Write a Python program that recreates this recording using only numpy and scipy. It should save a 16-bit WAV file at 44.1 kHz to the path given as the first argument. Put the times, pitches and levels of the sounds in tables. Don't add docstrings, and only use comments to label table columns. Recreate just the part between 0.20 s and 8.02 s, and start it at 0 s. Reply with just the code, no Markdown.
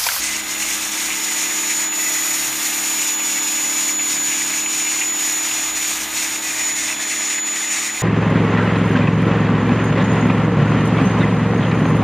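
import sys
import numpy as np
from scipy import signal
from scipy.fft import rfft, irfft, next_fast_len
from scipy.io import wavfile
from scipy.ndimage import map_coordinates

SR = 44100
rng = np.random.default_rng(int(sys.argv[2]) if len(sys.argv) > 2 else 0)


def transcribe(signal):
    frames = np.atleast_2d(signal).T
    limited = np.clip(frames, -1, 1)
    pcm = np.round(limited * 32767).astype(np.int16)
    wavfile.write(sys.argv[1], SR, pcm)


N = 344862
TIME = np.arange(N) / SR


def flow():
    # t/s, gain/dB, half length/s
    surges = [(.09, 0, .09), (.45, 0, .03), (0.558, 2, .035), (0.855, 2, .04), (1.205, 3.5, 0.028),
              (1.466, -1.5, 0.017), (1.614, 4, 0.027), (1.847, 0.5, 0.053), (2.264, 2, .02),
              (2.426, 1, 0.049), (3.11, -0.5, .04), (3.906, 2.5, 0.03), (5.08, 2, 0.038),
              (6.034, 4.5, 0.021), (7.66, 3.5, .025)]
    # t/s, depth/dB, half length/s
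    chokes = [(.235, 9, .042), (0.362, 6, 0.033), (.6, 4, .015), (0.692, 2.5, .03), (1.0, 2, .018),
              (1.065, 4, .016), (1.3, 3.5, .035), (1.703, 12, 0.05), (2.325, 3.5, 0.029), (2.987, 8, 0.053),
              (3.21, 5.5, 0.018), (3.788, 9.5, 0.057), (4.0, 6, 0.035), (4.464, 6, 0.045),
              (4.917, 8.5, 0.057), (5.177, 3, 0.053), (5.526, 7.5, 0.035), (5.885, 7, 0.049),
              (6.193, 5.5, 0.038), (6.526, 7.5, .03), (6.775, 7.5, 0.029), (6.86, 7, .018),
              (7.225, 18, 0.035), (7.32, 7, .03), (7.474, 5, .02), (7.73, 9, 0.042), (7.807, 4, .03)]
    surge_db = sum(db * swell(t, half_s) for t, db, half_s in surges)
    choke_db = sum(db * swell(t, half_s) for t, db, half_s in chokes)
    return surge_db - choke_db + 1.24 * wander(rate_hz=18)


def hiss(flow_db):
    # t/s, level/dB
    envelope = [(0, -23.5), (1.4, -25.5), (2.4, -24.5), (3.2, -25.5), (4.6, -26), (5.5, -25.5), (6.6, -26),
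                (7.82, -26.5)]
    # f/Hz, level/dB
    spectrum = [(600, -34), (1700, -8), (3000, -6.5), (4000, -4), (4900, -5.5), (5500, -0.5), (6600, 2),
                (7400, -1), (8000, -5), (9000, -3.5), (9900, -7.5), (10600, -21), (15000, -31)]
    level_db, = follow(envelope)
    tearing = coloured(droplets(per_s=3500, spread_db=2.5, share=0.68), spectrum)
    return tearing * gain_of(level_db + flow_db + 0.5 * wander(rate_hz=150))


def foam_head(x, cavity_hz):
    # multiple of the cavity's centre, width/Hz, level/dB
    modes = [(.9, 420, -2.5), (1.04, 397, -4.5), (1.17, 460, -3)]
    return sum((-1) ** i * gain_of(db) * resonate_twice(x, ratio * cavity_hz, width_hz)
               for i, (ratio, width_hz, db) in enumerate(modes))


def sputter(flow_db):
    # t/s, centre f/Hz, sputter level/dB
    cavity = [(0, 2300, -31), (.5, 2350, -31), (2.1, 2160, -32.5), (2.8, 2400, -31.5), (3.7, 2260, -33.5),
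              (4.4, 2330, -32.5), (5.8, 2230, -31.5), (6.7, 2070, -30), (7.82, 2160, -29)]
    # t/s, gain/dB
    gulps = [(.91, 7), (1.51, 6), (1.73, 6), (3.01, 4.5), (3.17, 4), (3.8, 9), (4.13, 6), (4.22, 5),
             (4.33, 4.5), (4.67, 6), (4.82, 10), (5.49, 6.5), (6.31, 3), (6.39, 4), (6.69, 5), (7.02, 4),
             (7.58, 3.5)]
    # t/s, relative level/dB
    pockets = [(0.513, -7), (0.9034, -6.5), (0.9212, -10), (2.8283, -13), (4.461, -5.5), (4.8167, -13),
               (5.3124, -11), (6.026, -9), (6.3061, -17), (6.7266, -7), (6.815, -11), (7.182, -7.5)]
    centre_hz, level_db = follow(cavity)
    cavity_hz = centre_hz + 70.6 * wander(rate_hz=14)
    gulp_db = sum(db * swell(t, half_s=0.016) for t, db in gulps)
    pops = droplets(per_s=900, spread_db=3.5, share=0.8)
    bursts = unit_rms(foam_head(pops, cavity_hz))
    bursts *= gain_of(level_db + 0.67 * flow_db + gulp_db + 1.3 * wander(rate_hz=35))
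    kicks = np.zeros(N)
    for t, db in pockets:
        kicks[round(t * SR)] = gain_of(db)
    spits = foam_head(kicks, cavity_hz)
    spit_peak = gain_of(-5.5) * kicks.max()
    return bursts + spit_peak * spits / abs(spits).max()


def whistle():
    # t/s, level/dB
    envelope = [(0, -32.5), (.7, -40), (.9, -37), (1.5, -38), (2, -35), (2.3, -44), (4.4, -53), (5.1, -39),
                (6.4, -39.5), (7.82, -37)]
    level_db, = follow(envelope)
    pitch_hz = 2015 + 15 * wander(rate_hz=7.5)
    air = unit_rms(resonate_twice(rng.standard_normal(N), pitch_hz, width_hz=140))
    return air * gain_of(level_db - 2.5 + 2.7 * wander(rate_hz=42))


def reflections(jet):
    # t/s, lag off the asphalt/ms, off car and asphalt/ms, off the car's side/ms
    lags = [(0, 5.55, 6.96, 4.03), (.72, 4.98, 6.39, 3.34), (1.3, 4.95, 6.16, 3.27),
            (2.1, 4.36, 5.99, 3.56), (2.7, 4.21, 5.48, 3.82), (3.45, 3.88, 5.4, 3.48),
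            (4.4, 3.96, 5.1, 3.5), (5.07, 3.52, 5.22, 3.53), (5.7, 4.73, 6.38, 4.1),
            (6.3, 5.22, 7.26, 4.44), (6.93, 5.94, 7.77, 4.78), (7.82, 5.68, 7.74, 4.87)]
    echo_db = [-7.5, -11.5, -18.5]
    now = np.arange(N)
    gains = gain_of(echo_db)
    echoes = sum(gain * map_coordinates(jet, [now - lag_ms * SR / 1000], order=3)
                 for gain, lag_ms in zip(gains, follow(lags)))
    return (jet + echoes) / np.sqrt(1 + np.sum(gains ** 2))


def mist(flow_db):
    # t/s, level/dB
    envelope = [(0, -38), (.4, -34.5), (1.7, -35), (1.82, -31.5), (2.55, -31), (3.1, -34), (3.7, -35),
                (4.8, -37.5), (5.08, -34), (5.3, -37), (5.8, -35), (6.4, -38), (6.8, -40.5), (7.82, -41)]
    # f/Hz, level/dB
    spectrum = [(3000, -25), (7000, -24), (9000, 1.5), (10400, 2), (11000, 4.5), (12200, 4.5), (14500, 3),
                (15600, -2)]
    level_db, = follow(envelope)
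    fizz = coloured(droplets(per_s=7700, spread_db=5, share=0.18), spectrum)
    return fizz * gain_of(level_db + 2.5 + 0.43 * flow_db)


def landing_foam(flow_db):
    # t/s, level/dB
    envelope = [(0, -33), (1.4, -32), (2.2, -31.5), (2.9, -32.5), (4.2, -32.5), (4.85, -32.5), (5.2, -31.5),
                (7.82, -33)]
    # f/Hz, level/dB
    spectrum = [(15, -32), (35, -23), (60, -26), (110, -15), (200, -4), (350, -3.5), (490, -8), (700, -0.5),
                (1050, 1.5), (1450, -0.5), (2200, 1), (4000, -1), (7000, -29), (15000, -31)]
    level_db, = follow(envelope)
    rush = coloured(droplets(per_s=2500, spread_db=3.5, share=0.47), spectrum)
    return rush * gain_of(level_db + 0.061 * flow_db + 0.74 * wander(rate_hz=37))


def motor_and_pump():
    # t/s, f/Hz
    whine_pitch = [(0, 6923), (1, 6934), (2.9, 6932), (4.5, 6935), (5.2, 6927), (5.6, 6937), (6.5, 6936),
                   (7.45, 6961), (7.82, 6951)]
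    # t/s, level/dB
    whine_envelope = [(0, -32), (.18, -33), (.33, -27), (.7, -32.5), (1.12, -24.5), (1.9, -21.5),
                      (2.4, -27), (2.72, -22.5), (3.85, -20.5), (4.35, -23), (5.05, -21.5), (5.7, -25.5),
                      (5.85, -34), (6, -25.5), (6.3, -29), (6.47, -21.5), (6.75, -28.5), (7.1, -21.5),
                      (7.82, -27)]
    # t/s, level/dB
    hum_envelope = [(0, -42), (1.5, -40), (2.3, -39.5), (4.5, -39.5), (7.82, -43)]
    # t/s, level/dB
    mesh_envelope = [(0, -53), (.55, -44), (1.3, -42), (1.6, -51), (1.9, -40), (2.2, -44), (2.75, -40),
                     (3.7, -40.5), (5, -49), (5.45, -43), (6.45, -51), (6.68, -39), (7.82, -45.5)]
    # multiple of shaft speed, level/dB
    shaft_orders = [(2, -55), (4, -61), (5, -49.5), (10, -53), (12, -55), (13, -49), (21, -63), (33, -52.5)]
    # multiple of pump speed, level/dB
    pump_orders = [(3, -48.5), (4, -47.5), (5, -52.5), (6, -50), (8, -55.5), (9, -58.5), (11, -52.5),
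                   (12, -54), (13, -47), (14, -56), (15, -54), (17, -49.5), (18, -48), (19, -51.5),
                   (20, -61), (21, -52), (22, -51.5), (24, -46.5), (25, -48), (42, -58), (51, -53),
                   (52, -51.5), (56, -54), (60, -58), (61, -56), (94, -64), (99, -47.5)]
    commutator_bars, pinion_teeth, gear_teeth = 22, 11, 50
    whine_hz, = follow(whine_pitch)
    whine_db, = follow(whine_envelope)
    hum_db, = follow(hum_envelope)
    mesh_db, = follow(mesh_envelope)
    shaft_turns = np.cumsum(whine_hz + 1.6 * wander(rate_hz=21)) / commutator_bars / SR
    pump_turns = shaft_turns * pinion_teeth / gear_teeth
    whine = tone(commutator_bars * shaft_turns, whine_db - 0.4 + 0.72 * wander(rate_hz=8.7))
    hum = tone(shaft_turns, hum_db) + harmonics(shaft_turns, shaft_orders, waver_db=2.2, waver_hz=1.3)
    mesh = tone(pinion_teeth * shaft_turns, mesh_db + 1.2 * wander(rate_hz=5))
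    pump = harmonics(pump_turns, pump_orders, waver_db=2, waver_hz=0.36)
    nearness = gain_of(0.86 * (hum_db - hum_db.mean()))
    return whine + hum + mesh + nearness * pump


def throb():
    # t/s, level/dB
    envelope = [(0, -64), (1.1, -62), (2.25, -52.5), (2.7, -60), (3.6, -58.5), (3.9, -52), (4.4, -55.5),
                (4.9, -62), (6.4, -54), (7.1, -61), (7.82, -61)]
    level_db, = follow(envelope)
    pitch_hz = 134 + 4 * wander(rate_hz=8)
    return tone(np.cumsum(pitch_hz) / SR, level_db + 3 * wander(rate_hz=5.5))


def drone():
    # t/s, level/dB
    envelope = [(0, -51), (.89, -56.5), (1.18, -72), (1.5, -60.5), (4.9, -59.5), (5.6, -54), (6.85, -59),
                (7.12, -67), (7.82, -60)]
    # f/Hz, width of the waver/Hz, relative level/dB
    partials = [(54.5, 4, -1), (82.4, 4.5, -6)]
    level_db, = follow(envelope)
    pair = np.zeros(N)
    for hz, width_hz, db in partials:
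        pitch_hz = hz + width_hz / 2 * wander(rate_hz=4.75)
        pair += tone(np.cumsum(pitch_hz) / SR, level_db + db + 2.8 * wander(rate_hz=4.5))
    return pair


def droplets(per_s, spread_db, share):
    sizes = gain_of(spread_db * np.minimum(rng.exponential(1, N), 4))
    clicks = sizes * rng.choice([-1, 1], N) * (rng.random(N) < per_s / SR)
    return np.sqrt(share) * unit_rms(clicks) + np.sqrt(1 - share) * rng.standard_normal(N)


def coloured(x, spectrum):
    hz, db = np.transpose(spectrum)
    size = next_fast_len(N)
    bin_hz = np.fft.rfftfreq(size, 1 / SR)
    eq = gain_of(np.interp(np.log(bin_hz + 1), np.log(hz), db))
    return unit_rms(irfft(rfft(x, size) * eq, size)[:N])


def resonate_twice(x, hz, width_hz):
    carrier = np.exp(2j * np.pi * np.cumsum(hz) / SR)
    pole = np.exp(-np.pi * width_hz / SR)
    for _ in range(2):
        x = 2 * (carrier * signal.lfilter([1 - pole], [1, -pole], x / carrier + 1e-18)).real
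    return x


def tone(turns, level_db):
    return np.sqrt(2) * gain_of(level_db) * np.sin(2 * np.pi * (turns + rng.random()))


def harmonics(turns, orders, waver_db, waver_hz):
    return sum(tone(order * turns, db + waver_db * wander(waver_hz)) for order, db in orders)


def wander(rate_hz):
    size = 8192
    bin_hz = np.fft.rfftfreq(size, TIME[-1] / size)
    drift = irfft(rfft(rng.standard_normal(size)) / np.sqrt(1 + (bin_hz / rate_hz) ** 4))
    return np.interp(TIME, np.linspace(0, TIME[-1], size), unit_rms(drift))


def swell(t, half_s):
    return np.exp(-np.square((TIME - t) / half_s))


def follow(table):
    times, *columns = np.transpose(table)
    return [np.interp(TIME, times, column) for column in columns]


def gain_of(db):
    return 10 ** (np.asarray(db) / 20)


def unit_rms(x):
    return x / np.sqrt(np.mean(x ** 2) + 1e-20)


def scene():
    flow_db = flow()
    jet = reflections(hiss(flow_db) + sputter(flow_db) + whistle())
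    spray = jet + mist(flow_db) + landing_foam(flow_db)
    return np.tile(spray + motor_and_pump() + throb() + drone(), (2, 1))


def record(dry):
    edge_hz = 15450
    low_pass = signal.firwin(511, edge_hz, window=("kaiser", 9), fs=SR)
    return signal.oaconvolve(dry, low_pass[None], "same")


dry = scene()
out = record(dry)
transcribe(out)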